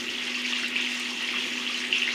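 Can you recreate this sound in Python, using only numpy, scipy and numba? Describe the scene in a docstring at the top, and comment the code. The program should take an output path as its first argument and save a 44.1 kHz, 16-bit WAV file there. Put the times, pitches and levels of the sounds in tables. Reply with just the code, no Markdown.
"""Tap water over cupped hands

Water runs over cupped hands into a basin in a small hard-walled room, heard from a phone a step away.
Thousands of short sines (gliding bubbles and steady-pitched droplet ticks) and hiss, filtered, make the stream.
Louder, timed bubble tones plop as short rings, droplets splat as noise bursts, and walls add a short tail.
A machine hums one wavering sine over a faint mains tone and a low rumble of filtered noise."""
import sys
import numpy as np
from scipy import signal
from scipy.fft import rfft, irfft
from scipy.io import wavfile
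from scipy.ndimage import uniform_filter1d
from numba import njit

SR = 44100
rng = np.random.default_rng(int(sys.argv[2]) if len(sys.argv) > 2 else 0)


def boost(x):
    """Linear amplitude factor 10**(x/20) for a level x in decibels (scalar or array-like)."""
    u = np.asarray(x, float) / 20
    return 10 ** u


def put_to_file(sound):
    """Save the sound as 16-bit audio at rate SR, in the file named by the first command-line argument."""
    columns = np.atleast_2d(sound).T  # one column per channel
    safe = np.clip(columns, -1, 1)
    whole_steps = np.round(safe * 32767)
    wavfile.write(sys.argv[1], SR, whole_steps.astype(np.int16))


N = 94506  # length in samples

# colour of the low rumble: f/Hz, relative level/dB
RUMBLE_COLOUR = [(25, -44), (70, -27), (98, -21.5), (115, -19.5), (165, -24.5), (215, -4), (300, -3.5),
                 (370, 0.5), (450, -12), (490, -11.5), (520, -7.5), (560, -17), (700, -22.5), (1200, -35)]
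# swell of the low rumble: t/s, rms level/dB
RUMBLE_SWELL = [(0, -42), (.12, -43), (.3, -46.5), (.55, -47.5), (.75, -44.5), (1, -49.5), (1.15, -45),
                (1.25, -47), (1.45, -42), (1.78, -48.5), (1.9, -44.5), (2.14, -47)]
# decay of the wall echoes, one band each: f/Hz, time to fall 60 dB/s
WALL_DECAY = [(500, 0.22), (1500, 0.2), (3000, 0.18), (6000, 0.14), (12000, 0.036)]
# droplets that smack the glaze: t/s, size before the noise level is applied/dB
SPLAT_HITS = [(0.417, -36), (0.4722, -47), (0.5096, -39), (0.5939, -42), (0.68, -30.5), (0.817, -35),
              (0.8559, -39), (0.9008, -40), (0.996, -30.5), (1.2235, -39), (1.47, -36), (1.706, -40),
              (1.7403, -37), (1.7748, -36), (1.7967, -40), (2.0234, -37)]
# colour of a smack: f/Hz, relative level/dB
SPLAT_COLOUR = [(2000, -24), (5000, -1), (8000, 6), (11000, -3), (15000, -9)]
# loud short tones in the splashing, bubbles and their echoes: t of full swell/s, dry level/dB, starting f/Hz
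PLOP_TONES = [(0.008, -22, 3000), (0.0833, -20, 2750), (0.0907, -18.5, 2880), (0.1517, -23, 2840),
              (0.155, -30, 3180), (0.1833, -23, 3270), (0.198, -22.5, 2800), (0.2257, -26, 3320),
              (0.2907, -37, 2800), (0.3455, -23, 4400), (0.374, -34.5, 1120), (0.4507, -24, 2180),
              (0.456, -19.5, 2280), (0.46, -20, 2620), (0.478, -24, 2920), (0.5252, -19, 3440),
              (0.527, -32, 1160), (0.534, -18, 2750), (0.5381, -19.5, 2610), (0.5697, -23, 3900),
              (0.5894, -29, 1620), (0.626, -29, 3810), (0.632, -29, 1420), (0.6321, -33, 5150),
              (0.6361, -22.5, 1910), (0.6448, -20, 2630), (0.655, -24, 2950), (0.7584, -17, 2320),
              (0.7635, -13, 2640), (0.7683, -17.5, 2500), (0.778, -23, 2500), (0.7827, -22, 2500),
              (0.7917, -24.5, 1820), (0.799, -29, 2380), (0.8416, -24, 2700), (0.8633, -18, 2500),
              (0.873, -20.5, 2120), (0.9079, -29, 4760), (0.9186, -24, 2450), (0.999, -36, 1180),
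              (1.0022, -27, 2080), (1.0327, -21, 2700), (1.0603, -24, 2040), (1.118, -35, 1004),
              (1.135, -29, 3030), (1.2285, -24, 2700), (1.2362, -30, 2650), (1.247, -25, 3100),
              (1.256, -32, 2560), (1.2803, -23, 3120), (1.2888, -17.5, 2170), (1.3281, -21, 2400),
              (1.3344, -31.5, 1270), (1.341, -22, 2030), (1.3417, -30.5, 1130), (1.3584, -19, 2630),
              (1.3617, -20, 2610), (1.3707, -19.5, 2650), (1.389, -24, 2700), (1.4035, -22, 3470),
              (1.422, -22, 3210), (1.4816, -25, 3280), (1.5795, -19.5, 2650), (1.667, -18, 2970),
              (1.6767, -18, 3210), (1.6996, -32, 1160), (1.7452, -19, 2900), (1.7863, -26, 3060),
              (1.8037, -27, 5210), (1.8039, -25, 2120), (1.831, -33, 1900), (1.899, -28, 2670),
              (1.9277, -8, 2760), (1.931, -15.5, 2780), (1.9383, -24, 3200), (1.943, -16, 2840),
              (1.9497, -17, 2860), (1.9566, -17, 2560), (1.9672, -18, 3040), (1.9737, -22, 3230),
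              (1.9813, -18, 2570), (1.984, -22, 5850), (1.998, -20, 3020), (2.0012, -25, 2150),
              (2.0189, -18, 2820), (2.0222, -12.5, 2690), (2.0297, -15, 2760), (2.0503, -20, 2720),
              (2.0562, -20, 2930), (2.0636, -20, 2740), (2.0783, -14, 1980), (2.0898, -17, 2070),
              (2.1052, -27, 2150), (2.1065, -25, 3790), (2.118, -24, 4080), (2.1184, -26, 2160),
              (2.119, -24, 2890), (2.124, -35, 2870)]
# colour of water, basin and microphone: f/Hz, relative level/dB
WATER_COLOUR = [(350, -46.5), (600, -21.5), (758, -21.5), (834, -16), (1210, -15), (1570, -13.5),
                (1960, -5), (2310, -6), (2800, -0.5), (3830, -11), (6730, -18.5), (7730, -28),
                (8860, -27.5), (14900, -51), (16000, -35)]
# swell of the stream's body, below the spatter, before the basin rings: t/s, rms level/dB
BODY_SWELL = [(0, -34.5), (.07, -37), (.17, -35), (.3, -33), (.43, -34.5), (.6, -32), (.75, -34),
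              (.8, -31.5), (.88, -34), (1.03, -34), (1.2, -34), (1.4, -32.5), (1.55, -34), (1.7, -33.5),
              (1.85, -32), (1.915, -35), (1.96, -32.5), (2.01, -33.5), (2.14, -30.5)]
# swell of the spatter, 4 to 7.5 kHz, before the basin rings: t/s, rms level/dB
SPATTER_SWELL = [(0, -40.5), (.08, -46), (.2, -45), (.35, -43), (.45, -44), (.6, -40), (.73, -49),
                 (.78, -40), (.92, -42), (1.05, -43), (1.3, -43), (1.5, -44), (1.65, -46), (1.8, -41.5),
                 (1.91, -45.5), (1.98, -42.5), (2.05, -46.5), (2.14, -39.5)]
# swell of the spray, above 7.5 kHz, before the basin rings: t/s, rms level/dB
SPRAY_SWELL = [(0, -53), (.12, -55), (.3, -52), (.5, -51), (.62, -52), (.7, -53), (.8, -57), (.85, -51),
               (1.03, -48), (1.17, -53.5), (1.3, -53), (1.45, -51), (1.65, -54.5), (1.8, -51), (1.9, -54),
               (2.03, -48), (2.14, -58)]
# narrow rings of the basin: f/Hz, width/Hz, level/dB
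BASIN_RINGS = [(2710, 9.3, 2), (2560, 8.3, -8), (2000, 17, -29), (1890, 63, -26), (2740, 13, -33),
               (3330, 33, -5.5)]


def set_rms(x, db):
    """Scale a signal to an rms level in dB."""
    return x * boost(db) / np.sqrt(np.mean(x ** 2))


def swell(table):
    """Gain per sample from a table of times and levels in dB, interpolated in dB."""
    t, db = np.array(table, float).T
    return boost(np.interp(np.arange(N) / SR, t, db))


def colour(x, points, size=4096):
    """Causal minimum-phase filter with the given response, drawn over log frequency."""
    points_hz, points_db = np.array(points, float).T
    hz = np.maximum(np.fft.rfftfreq(size, 1 / SR), 1)
    gain = boost(np.interp(np.log(hz), np.log(points_hz), points_db))
    # folding the cepstrum onto positive time makes the phase minimal
    cepstrum = irfft(np.log(gain))
    cepstrum[1:size // 2] *= 2
    cepstrum[size // 2 + 1:] = 0
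    impulse = irfft(np.exp(rfft(cepstrum)))
    return signal.fftconvolve(x, impulse)[:N]


def even(x, size=801):
    """Flatten the broad spectrum, smoothed over size bins, and set the rms to 1."""
    spectrum = rfft(x)
    broad_power = uniform_filter1d(abs(spectrum) ** 2, size=size)
    return set_rms(irfft(spectrum / np.sqrt(broad_power), len(x)), 0)


def band(x, hz, width_hz):
    """Resonance with gain 1 at its centre."""
    return signal.lfilter(*signal.iirpeak(hz, hz / width_hz, fs=SR), x)


def walk(per_s):
    """Slow random drift: so many random values a second, smoothed twice."""
    k = int(SR / per_s)
    steps = np.repeat(rng.standard_normal(N // k + 1), k)
    return 1.35 * uniform_filter1d(uniform_filter1d(steps, k), k)[:N]


@njit
def ring(start, hz, cycles, glide, size, rise, n):
    """Each grain is a sine that swells for rise cycles, then decays; any glide raises its pitch."""
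    out = np.zeros(n)
    for k in range(len(start)):
        tau = cycles[k] * SR / hz[k]  # decay constant in samples
        step = 2 * np.pi * hz[k] / SR
        up = rise * SR / hz[k]  # swell in samples
        phase = 0.
        for j in range(min(int(6 * tau + up) + 1, n - start[k])):
            phase += min(step * (1 + glide[k] * j / tau), 2.8)  # stays below half the sample rate
            a = min(j / up, 1.)
            envelope = a * a * (3 - 2 * a) * np.exp(-max(j - up, 0.) / tau)
            out[start[k] + j] += size[k] * envelope * np.sin(phase)
    return out


def tail():
    """Wall echoes, sparse and then diffuse, unit energy, dying faster in the treble."""
    first_echo_s, echoes_per_s, growth_s = 0.0024, 2500, 0.02
    t = np.arange(SR // 2) / SR
    # echo density grows with the square of time
    share = np.clip(echoes_per_s / SR * (1 + (t / growth_s) ** 2), 0, 1)
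    present = rng.random(len(t)) < share
    spikes = rng.standard_normal(len(t)) * present / np.sqrt(share) * (t > first_echo_s)
    echo = np.zeros(len(t))
    for hz, t60 in WALL_DECAY:
        part = band(band(spikes, hz, hz), hz, hz)
        echo += part * np.exp(-np.log(1000) * t / t60) / np.sqrt(t60)
    return even(echo, size=301) / np.sqrt(len(t))


def with_walls(x, room_db):
    """Add a fresh wall tail at a level relative to the dry sound."""
    return x + boost(room_db) * signal.fftconvolve(x, tail())[:N]


def machine():
    """A sine wavering in pitch and level and a faint mains tone, over a rumble of filtered noise."""
    hum_hz, hum_db, waver_hz, waver_db = 246, -43, 0.99, 1.36
    mains_hz, mains_db, mains_waver_db = 99, -72, 3.5
    phase = 2 * np.pi * np.cumsum(hum_hz + waver_hz * walk(13.13)) / SR
    # the root of two makes the levels rms
    hum = np.sqrt(2) * boost(hum_db + waver_db * walk(14.07)) * np.sin(phase)
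    mains_tone = np.sin(2 * np.pi * mains_hz * np.arange(N) / SR)
    mains = np.sqrt(2) * boost(mains_db + mains_waver_db * walk(5.37)) * mains_tone
    rumble = set_rms(colour(rng.standard_normal(N), RUMBLE_COLOUR, size=16384), 0)
    return hum + mains + rumble * swell(RUMBLE_SWELL)


def splats():
    """Droplets smack as bright noise bursts that start within a millisecond; the walls answer."""
    rise_s, t60_s, noise_db, room_db = 0.00086, 0.018, -5, -3
    t, db = np.array(SPLAT_HITS, float).T
    hits = np.zeros(N)
    hits[(t * SR).astype(int)] = boost(db)
    s = np.arange(SR // 20) / SR
    burst = np.exp(-np.log(1000) * s / t60_s) * np.minimum(s / rise_s, 1)
    noise = set_rms(colour(rng.standard_normal(N), SPLAT_COLOUR), noise_db)
    return with_walls(signal.fftconvolve(hits, burst)[:N] * noise, room_db)


def plops():
    """Loud, timed bubble tones ring briefly and rise slightly in pitch; the walls answer."""
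    rise_cycles, decay_cycles, glide, room_db = 2.496, 3.92, 0.023, -4
    t, db, hz = np.array(PLOP_TONES, float).T
    same = np.ones(len(t))
    start = ((t - rise_cycles / hz) * SR).astype(np.int64)
    x = ring(start, hz, decay_cycles * same, glide * same, boost(db), rise_cycles, N)
    return with_walls(x, room_db)


def swarm(per_s, cycles, glide, spread_db, rise):
    """Random grains of all pitches, a few much louder than the rest, with a wall tail of their own."""
    room_db = 2.5
    when, pitch, rarity, length, bend = rng.random((int(per_s * N / SR), 5)).T
    hz = 600 * (17000 / 600) ** pitch  # 600 Hz to 17 kHz
    size = hz * boost(-spread_db * np.log(rarity).clip(-4))
    start = (when * N).astype(np.int64)
    x = ring(start, hz, cycles * (.5 + length), glide * 2 * bend, size, rise, N)
    # circular echo: the walls already ring at the start
    echo = irfft(rfft(x) * rfft(tail(), N), N)
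    return even(x + boost(room_db) * echo)


def stream():
    """Bubbles, ticks and fine hiss, coloured by the basin; body, spatter and spray swell separately."""
    tick_db, hiss_db, hiss_waver_db = -1.5, -4, 1.6  # against the bubbles
    bubbles = swarm(per_s=1200, cycles=5.44, glide=0.1403, spread_db=3.5, rise=0.37)
    ticks = swarm(per_s=3000, cycles=0.99, glide=0., spread_db=6, rise=0.25)
    hiss = boost(hiss_db + hiss_waver_db * walk(25)) * rng.standard_normal(N)
    water = colour(bubbles + boost(tick_db) * ticks + hiss, WATER_COLOUR)

    def above(hz):
        """Zero-phase high-pass, so that the layers split cleanly."""
        return signal.sosfiltfilt(signal.butter(2, hz, "high", fs=SR, output="sos"), water)

    upper, spray = above(4000), above(7500)
    body = set_rms(water - upper, 0) * swell(BODY_SWELL)
    spatter = set_rms(upper - spray, 0) * swell(SPATTER_SWELL)
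    return body + spatter + set_rms(spray, 0) * swell(SPRAY_SWELL)


def basin(x):
    """The bowl adds its narrow resonances."""
    return x + sum(boost(db) * band(x, hz, width_hz) for hz, width_hz, db in BASIN_RINGS)


def scene():
    """Stream and plops ring the basin; splats and machine join unringed, in mono."""
    water = basin(stream() + plops())
    return (water + splats() + machine())[None, :]


def band_limit(x):
    """A steep low-pass at the top of the band."""
    return signal.sosfilt(signal.butter(12, 16310, fs=SR, output="sos"), x)


def record(dry):
    """The phone cuts the very top with a steep low-pass."""
    top_hz, ripple_db, stop_db = 15500, .2, 60
    low_pass = signal.ellip(10, ripple_db, stop_db, top_hz, fs=SR, output="sos")
    mix = signal.sosfilt(low_pass, dry)
    return band_limit(mix)


dry = scene()
out = record(dry)
put_to_file(out)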